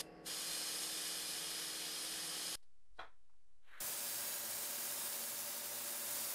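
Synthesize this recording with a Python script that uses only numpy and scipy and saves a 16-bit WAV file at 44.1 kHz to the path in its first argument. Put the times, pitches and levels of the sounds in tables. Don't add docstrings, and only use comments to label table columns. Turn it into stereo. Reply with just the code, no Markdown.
import sys
import numpy as np
from scipy import signal
from scipy.fft import rfft, irfft, next_fast_len
from scipy.io import wavfile
from scipy.ndimage import map_coordinates

SR = 44100
rng = np.random.default_rng(int(sys.argv[2]) if len(sys.argv) > 2 else 0)


def unload_audio(sound):
    columns = np.transpose(np.atleast_2d(sound))
    steps = np.round(np.clip(columns, -1, 1) * 32767)
    wavfile.write(sys.argv[1], SR, steps.astype(np.int16))


N = 279594
T = np.arange(N) / SR
FFT_SIZE = next_fast_len(N, True)
HZ = np.maximum(np.arange(FFT_SIZE // 2 + 1) * SR / FFT_SIZE, 1)
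CASE_END_S, BOLT_START_S = 2.555, 3.803
HALF_EACH_SIDE = np.array([[.5], [-.5]])


def from_db(db):
    return np.exp(np.asarray(db) * (np.log(10) / 20))


def rms_one(x):
    return x / np.sqrt(np.mean(x ** 2) + 1e-20)


def at_hz(points):
    hz, value = np.transpose(points)
    return np.interp(np.log(HZ), np.log(np.sort(hz)), value)


def to_sound(spectrum):
    return irfft(spectrum, FFT_SIZE)[:, :N]


def after(s):
    return np.clip((T - s) / .004 + .5, 0, 1)


def ramp(start_s, rise_s):
    return np.clip((T - start_s) / rise_s, 0, 1)


def stroke(peak_s, level_db, rise_s, fall_s):
    return from_db(level_db - 60 * np.maximum((peak_s - T) / rise_s, (T - peak_s) / fall_s))


def drift(rate_hz):
    step, settle = 40, 2000
    pole = np.exp(-2 * np.pi * rate_hz * step / SR)
    white = rng.standard_normal(N // step + settle + 2)
    slow = signal.lfilter([1], [1, -2 * pole, pole * pole], white)[settle:]
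    return np.interp(np.arange(N) / step, np.arange(len(slow)), rms_one(slow))


def coloured(source, colour, correlation):
    mid, side = rfft(source, FFT_SIZE)
    pair = np.sqrt(1 + correlation) * mid + np.sqrt(1 - correlation) * side * [[1], [-1]]
    low_cut = np.minimum(HZ / colour[0][0], 1) ** 2
    high_cut = 1 / (1 + (HZ / colour[-1][0]) ** 40)
    return rms_one(to_sound(pair * low_cut * high_cut * from_db(at_hz(colour))))


def noise(colour, correlation):
    return coloured(rng.standard_normal((2, N)), colour, correlation)


def resonance(x, hz, width_hz):
    r = np.exp(-np.pi * width_hz / SR)
    feedback = [1, -2 * r * np.cos(2 * np.pi * hz / SR), r * r]
    return signal.lfilter(np.array([1, 0, -1]) * (1 - r * r) / 2, feedback, x)


def band(x, hz, width_hz):
    return rms_one(resonance(resonance(x, hz, width_hz), hz, width_hz))


def resonate(x, rings, wander_db):
    return x + sum((from_db(lift_db) - 1) * from_db(wander_db * drift(2.5)) * resonance(x, hz, width)
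                   for hz, width, lift_db in rings)


def background():
    # (frequency [Hz], relative level [dB])
    colour = [(5, -6), (12, -16.5), (40, -23.5), (85, -30), (160, -43.5), (700, -45), (2000, -49.5),
              (10500, -52)]
    return from_db(-73.5) * noise(colour, correlation=.27) * after(CASE_END_S)


def draught():
    # (frequency [Hz], relative level [dB])
    colour = [(20, -16), (70, -8), (170, -5.5), (260, -3)]
    fade_db = 5 * np.maximum(T - BOLT_START_S, 0)
    return from_db(-69.5 - fade_db) * noise(colour, correlation=.36) * after(BOLT_START_S)


def machine(base_hz, tones):
    speed_waver, throb_db = .0004, 1.1
    turns = np.cumsum(base_hz * (1 + speed_waver * drift(1.4))) / SR
    hum = 0
    for harmonic, level_db in tones:
        amplitude = np.sqrt(2) * from_db(level_db + throb_db * drift(1.8))
        hum = hum + amplitude * np.sin(2 * np.pi * (harmonic * turns + rng.random()))
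    return hum


def compressor():
    # (harmonic number, level [dB])
    tones = [(1, -81), (4, -74), (5, -78), (6, -79), (7, -73), (8, -65.7), (10, -77), (11, -70.5),
             (12, -72.5), (18, -71), (28, -77)]
    fan_tones = [(1, -72.5), (3, -78)]
    # (frequency [Hz], relative level [dB])
    colour = [(30, -6), (120, -16), (160, -1), (220, -22), (350, -4.5), (540, 1), (690, -7), (830, -8.5),
              (1000, -17.5), (2050, -14.5), (2220, -22.5), (3200, -29), (3800, -35), (5150, -20.5),
              (5500, -36), (6200, -42), (13000, -47)]
    # (frequency [Hz], bandwidth [Hz], lift [dB])
    rings = [(2710, 77, 11.5), (5660, 40, 10)]
    rumble = from_db(-63) * resonate(noise(colour, correlation=.97), rings, wander_db=3)
    hum = machine(base_hz=39.965, tones=tones) + machine(base_hz=176, tones=fan_tones)
    idle_gain = from_db(3.3 * (1 - after(.29)))
    return idle_gain * (hum + rumble) * (1 - after(CASE_END_S))


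def extractor():
    # (harmonic number, level [dB])
    tones = [(1, -79.5), (2, -71.8), (3, -74.5), (5, -66.2), (7, -74.5), (8, -68.5), (9, -75.5),
             (11, -76.5), (14, -75.5)]
    twin_tones = [(1, -78), (2, -79.5), (5, -66.2), (8, -75.5), (10, -77.5), (14, -74.5)]
    fan_tones = [(3, -74.5)]
    motors = machine(base_hz=115, tones=tones) + machine(base_hz=117.53, tones=twin_tones)
    return (motors + machine(base_hz=176, tones=fan_tones)) * after(BOLT_START_S)


def glove():
    # (peak time [s], level [dB], rise time [s], fall time [s])
    strokes = [(2.627, -76.5, .006, .12), (2.978, -75, .13, .05)]
    # (frequency [Hz], relative level [dB])
    colour = [(400, -6), (2500, -10), (4400, -2), (6500, -13), (11000, -10)]
    envelope = sum(stroke(*row) for row in strokes) * from_db(2 * drift(40.1))
    return envelope * noise(colour, correlation=.56)


def swell():
    # (frequency [Hz], relative level [dB])
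    colour = [(200, -13), (500, 2), (1500, 4.5), (2700, 3), (3900, 1), (4900, -16), (13500, -15)]
    source = noise(colour, correlation=.76)
    rush = from_db(-61.5) * ramp(3.617, rise_s=.2) * source
    core = from_db(-61) * ramp(3.68, rise_s=.081) * band(source, hz=1480, width_hz=1050)
    scuffing = from_db(1.8 * drift(35))
    return (rush + core) * scuffing


def hand_press(s, level_db, hz, rise_s, t60):
    t = np.maximum(T - s, 0)
    return from_db(level_db - 60 * t / t60) * ramp(s, rise_s) * np.sin(2 * np.pi * hz * t)


def hand_taps():
    # (time [s], level [dB])
    taps = [(3.297, -82), (3.334, -85)]
    sound = 0
    for s, level_db in taps:
        ring = rms_one(resonance(rng.standard_normal(N), hz=905, width_hz=170))
        tick = band(rng.standard_normal(N), hz=1100, width_hz=800)
        sound = sound + ring * stroke(s, level_db, rise_s=.003, fall_s=.15)
        sound = sound + tick * stroke(s, level_db + 1, rise_s=.003, fall_s=.05)
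    return sound


def touch(s, level_db, cutoff_hz):
    impulse = np.zeros(N)
    impulse[round(s * SR)] = from_db(level_db)
    pole = np.exp(-2 * np.pi * cutoff_hz / SR)
    return signal.lfilter([1 - pole], [1, -pole], impulse + 1e-18)


def bench_knock():
    # (time [s], relative level [dB], cutoff [Hz])
    contacts = [(2.9843, -4, 1104), (2.9911, 7, 4560), (2.994, -12, 9000), (3.002, -17, 1500),
                (3.003, -4, 9000), (3.012, -4, 2500), (3.021, -12, 6000), (3.028, -7, 1200),
                (3.036, -11, 900), (3.043, -13, 9000), (3.073, -23, 4000)]
    # (frequency [Hz], relative level [dB], 60 dB decay time [s])
    bench_modes = [(46, -18, 0.48), (672, -15.5, .2), (759, -18, .18), (862, -11, 0.16), (967, -14, .22),
                   (1067, -12, .21), (1275, -7.5, 0.17), (1345, -7.5, .14), (1457, 1.5, 0.08),
                   (3245, -3.5, 0.06), (3320, -5, 0.05), (3950, -7, 0.07), (4070, -9, 0.08)]
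    # (frequency [Hz], relative level [dB])
    colour = [(70, -8), (200, -22), (400, -7), (650, -2.5), (1500, -1.5), (2500, -8.5), (2850, -22),
              (3300, -10), (4100, -17), (4600, -23), (13500, -37.5)]
    wood_t60_s, room_t60_s, contact_s = .025, .23, .00037
    clicks = sum(touch(*row) for row in contacts)
    t = T[:SR // 2]
    modes = sum((-1) ** k * from_db(db - 60 * t / t60) * np.sin(2 * np.pi * hz * t)
                for k, (hz, db, t60) in enumerate(bench_modes))
    wood = from_db(-58 - 60 * t / wood_t60_s) * noise(colour, correlation=.89)[:, :len(t)]
    room = from_db(-53 - 60 * t / room_t60_s) * noise(colour, correlation=.92)[:, :len(t)]
    onset = 1 - np.exp(-t / contact_s)
    response = onset * (from_db(-53) * modes + wood + room)
    return signal.fftconvolve(clicks[None], response, axes=1)[:, :N]


def whistles():
    # (start [s], end [s], frequency [Hz], bandwidth [Hz], level [dB])
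    edge_tones = [(1.55, 1.98, 4198, 65, -60.5), (2.15, 2.5, 1300, 40, -66), (3.85, 4.4, 4712, 90, -59.5),
                  (3.82, 4.35, 5290, 160, -63), (4.8, 5.08, 6820, 260, -61)]
    sound = 0
    for start, end, hz, width_hz, level_db in edge_tones:
        arch = np.sqrt(np.abs(np.sin(np.pi * ramp(start, end - start))))
        sound = sound + from_db(level_db) * arch * band(rng.standard_normal(N), hz, width_hz)
    return sound


def cabinet(x, echo_db, count=10):
    sway_m, sound_m_per_s = .016, 343
    treble = signal.lfilter(*signal.butter(1, 2500, "high", fs=SR), x)
    lags_s = [lag + sway_m / sound_m_per_s * drift(.65) for lag in rng.uniform(.0006, .005, count)]
    echoes = sum((-1) ** k * map_coordinates(treble, [(T - lag) * SR], order=3)
                 for k, lag in enumerate(lags_s))
    return x + from_db(echo_db) * echoes / np.sqrt(count)


def grit(per_s, spread_db):
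    sizes = from_db(spread_db * np.minimum(rng.exponential(1, (2, N)), 4))
    signs = rng.choice([-1, 1], (2, N))
    strikes = rng.random((2, N)) < per_s / SR
    return rms_one(sizes * signs * strikes)


def jet(colour, rings, coherence, grit_db, echo_db, wander_db, side_share):
    stream = rng.standard_normal((2, N)) + from_db(grit_db) * grit(per_s=6000, spread_db=3)
    echoing = np.array([cabinet(x, echo_db) for x in stream])
    ringing = resonate(echoing, rings, wander_db) - stream
    mid_and_side = stream + np.array([[1], [side_share]]) * ringing
    return coloured(mid_and_side, colour, at_hz(coherence))


def nozzle_sweep(hiss, aim, rush_db, sizzle_db, rush_follows, feed_db):
    spectrum = rfft(hiss, FFT_SIZE)
    low_pass = 1 / (1 + (HZ / 7000) ** 16)
    swing_db = np.interp(T, *np.transpose(aim))
    rush = from_db(rush_db + rush_follows * swing_db) * rms_one(to_sound(spectrum * low_pass))
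    sizzle = from_db(sizzle_db + swing_db) * rms_one(to_sound(spectrum * (1 - low_pass)))
    return (rush + sizzle) * from_db(feed_db * drift(13))


def trigger():
    # (time fully open [s], time of release [s], gain [dB])
    pulls = [(0, 0.012, 2), (0.267, 2.553, -1)]
    open_db_per_s, tail_t60_s = 1300, .17
    tail_db = -17.5 - 7.5 * after(CASE_END_S)
    gain = from_db(-46) * (1 - after(CASE_END_S))
    for open_s, release_s, gain_db in pulls:
        opening = from_db(gain_db + open_db_per_s * np.minimum(T - open_s, 0))
        shut = ramp(release_s, rise_s=.0044)
        tail = from_db(tail_db - 60 * np.maximum(T - release_s, 0) / tail_t60_s)
        gain = gain + opening * (1 - shut + shut * tail)
    return gain


def off_centre(x):
    # (frequency [Hz], left minus right [dB])
    balance = [(2400, 0), (6000, 1.5), (10000, 2.5)]
    # (frequency [Hz], lead of the left side [rad])
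    lead = [(4000, 0.1), (5600, 1.3), (6300, 2.55)]
    gain = from_db(HALF_EACH_SIDE * at_hz(balance))
    phase_shift = np.exp(1j * HALF_EACH_SIDE * at_hz(lead))
    return to_sound(rfft(x, FFT_SIZE) * gain * phase_shift)


def case_blast():
    # (frequency [Hz], relative level [dB])
    colour = [(150, -17), (400, -13), (1000, -11.5), (2600, -8.8), (3100, -6), (4500, -5), (5050, -2),
              (5900, -6), (8300, -2.2), (10650, 0.3), (10950, -9), (11700, -4.3), (13580, -5.5),
              (13780, -37)]
    # (frequency [Hz], bandwidth [Hz], lift [dB])
    rings = [(850, 70, 4), (1310, 90, 3), (1650, 250, 3), (3130, 130, 4), (3275, 70, 4), (3380, 70, -5),
             (3560, 200, 3), (3860, 140, -3), (4202, 60, 7), (4890, 130, 4.2), (5080, 280, 3),
             (6050, 140, -2), (6660, 195, 4.5), (6980, 110, -3), (7830, 280, -2.2), (8260, 90, 6),
             (8512, 45, 6), (8900, 50, 4), (10420, 60, 4)]
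    # (frequency [Hz], correlation)
    coherence = [(200, 0.264), (1000, 0.39), (3100, 0.64), (5800, 0.15), (8000, 0.49), (13000, 0.56)]
    # (time [s], level [dB])
    aim = [(.28, -1), (.48, 1), (1.8, -1.7), (2.3, -1)]
    hiss = jet(colour, rings, coherence, grit_db=-2, echo_db=-7.3, wander_db=2.4, side_share=1)
    blast = nozzle_sweep(hiss, aim, rush_db=-42.5, sizzle_db=-41.5, rush_follows=.35, feed_db=.35)
    return trigger() * off_centre(blast)


def bolt_blast():
    # (frequency [Hz], relative level [dB])
    colour = [(100, -17.5), (300, -7), (600, -3), (1300, -5), (2400, -5), (4000, -4), (6000, -3),
              (7300, -0.3), (9900, 1), (11500, 0.5), (15650, 3), (16000, -35)]
    # (frequency [Hz], bandwidth [Hz], lift [dB])
    rings = [(1700, 320, 1.8), (4715, 90, 4), (5270, 170, 2), (6780, 130, 3), (8300, 170, 3),
             (9400, 250, 2.8), (10743, 280, 3)]
    # (frequency [Hz], correlation)
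    coherence = [(500, 0.22), (1700, 0.21), (2400, 0.074), (4900, 0.24), (9000, 0.25), (12000, 0.11)]
    # (time [s], level [dB])
    aim = [(3.83, 0.31), (5.05, 0.97), (5.65, -0.94), (6.15, 1.8)]
    hiss = jet(colour, rings, coherence, grit_db=-3, echo_db=-9.5, wander_db=3.5, side_share=.4)
    blast = nozzle_sweep(hiss, aim, rush_db=-47.5, sizzle_db=-43.5, rush_follows=.55, feed_db=.55)
    return blast * from_db(.4 * HALF_EACH_SIDE) * after(BOLT_START_S)


def scene():
    handling = bench_knock() + hand_taps()
    handling += hand_press(2.885, level_db=-60.5, hz=42, rise_s=.03, t60=.6)
    blasting = case_blast() + compressor() + bolt_blast() + extractor() + whistles() + draught()
    pause = (background() + glove() + swell()) * (1 - after(BOLT_START_S))
    return blasting + handling + pause * from_db(-.5 * HALF_EACH_SIDE)


def record(dry):
    offset, cutoff_hz = np.array([[-.0019], [-.0042]]), 15800
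    in_pause = after(CASE_END_S) - ramp(BOLT_START_S, rise_s=.022)
    low_pass = 1 / np.sqrt(1 + (HZ / cutoff_hz) ** 400)
    return to_sound(rfft(dry + offset * in_pause, FFT_SIZE) * low_pass)


dry = scene()
out = record(dry)
unload_audio(out)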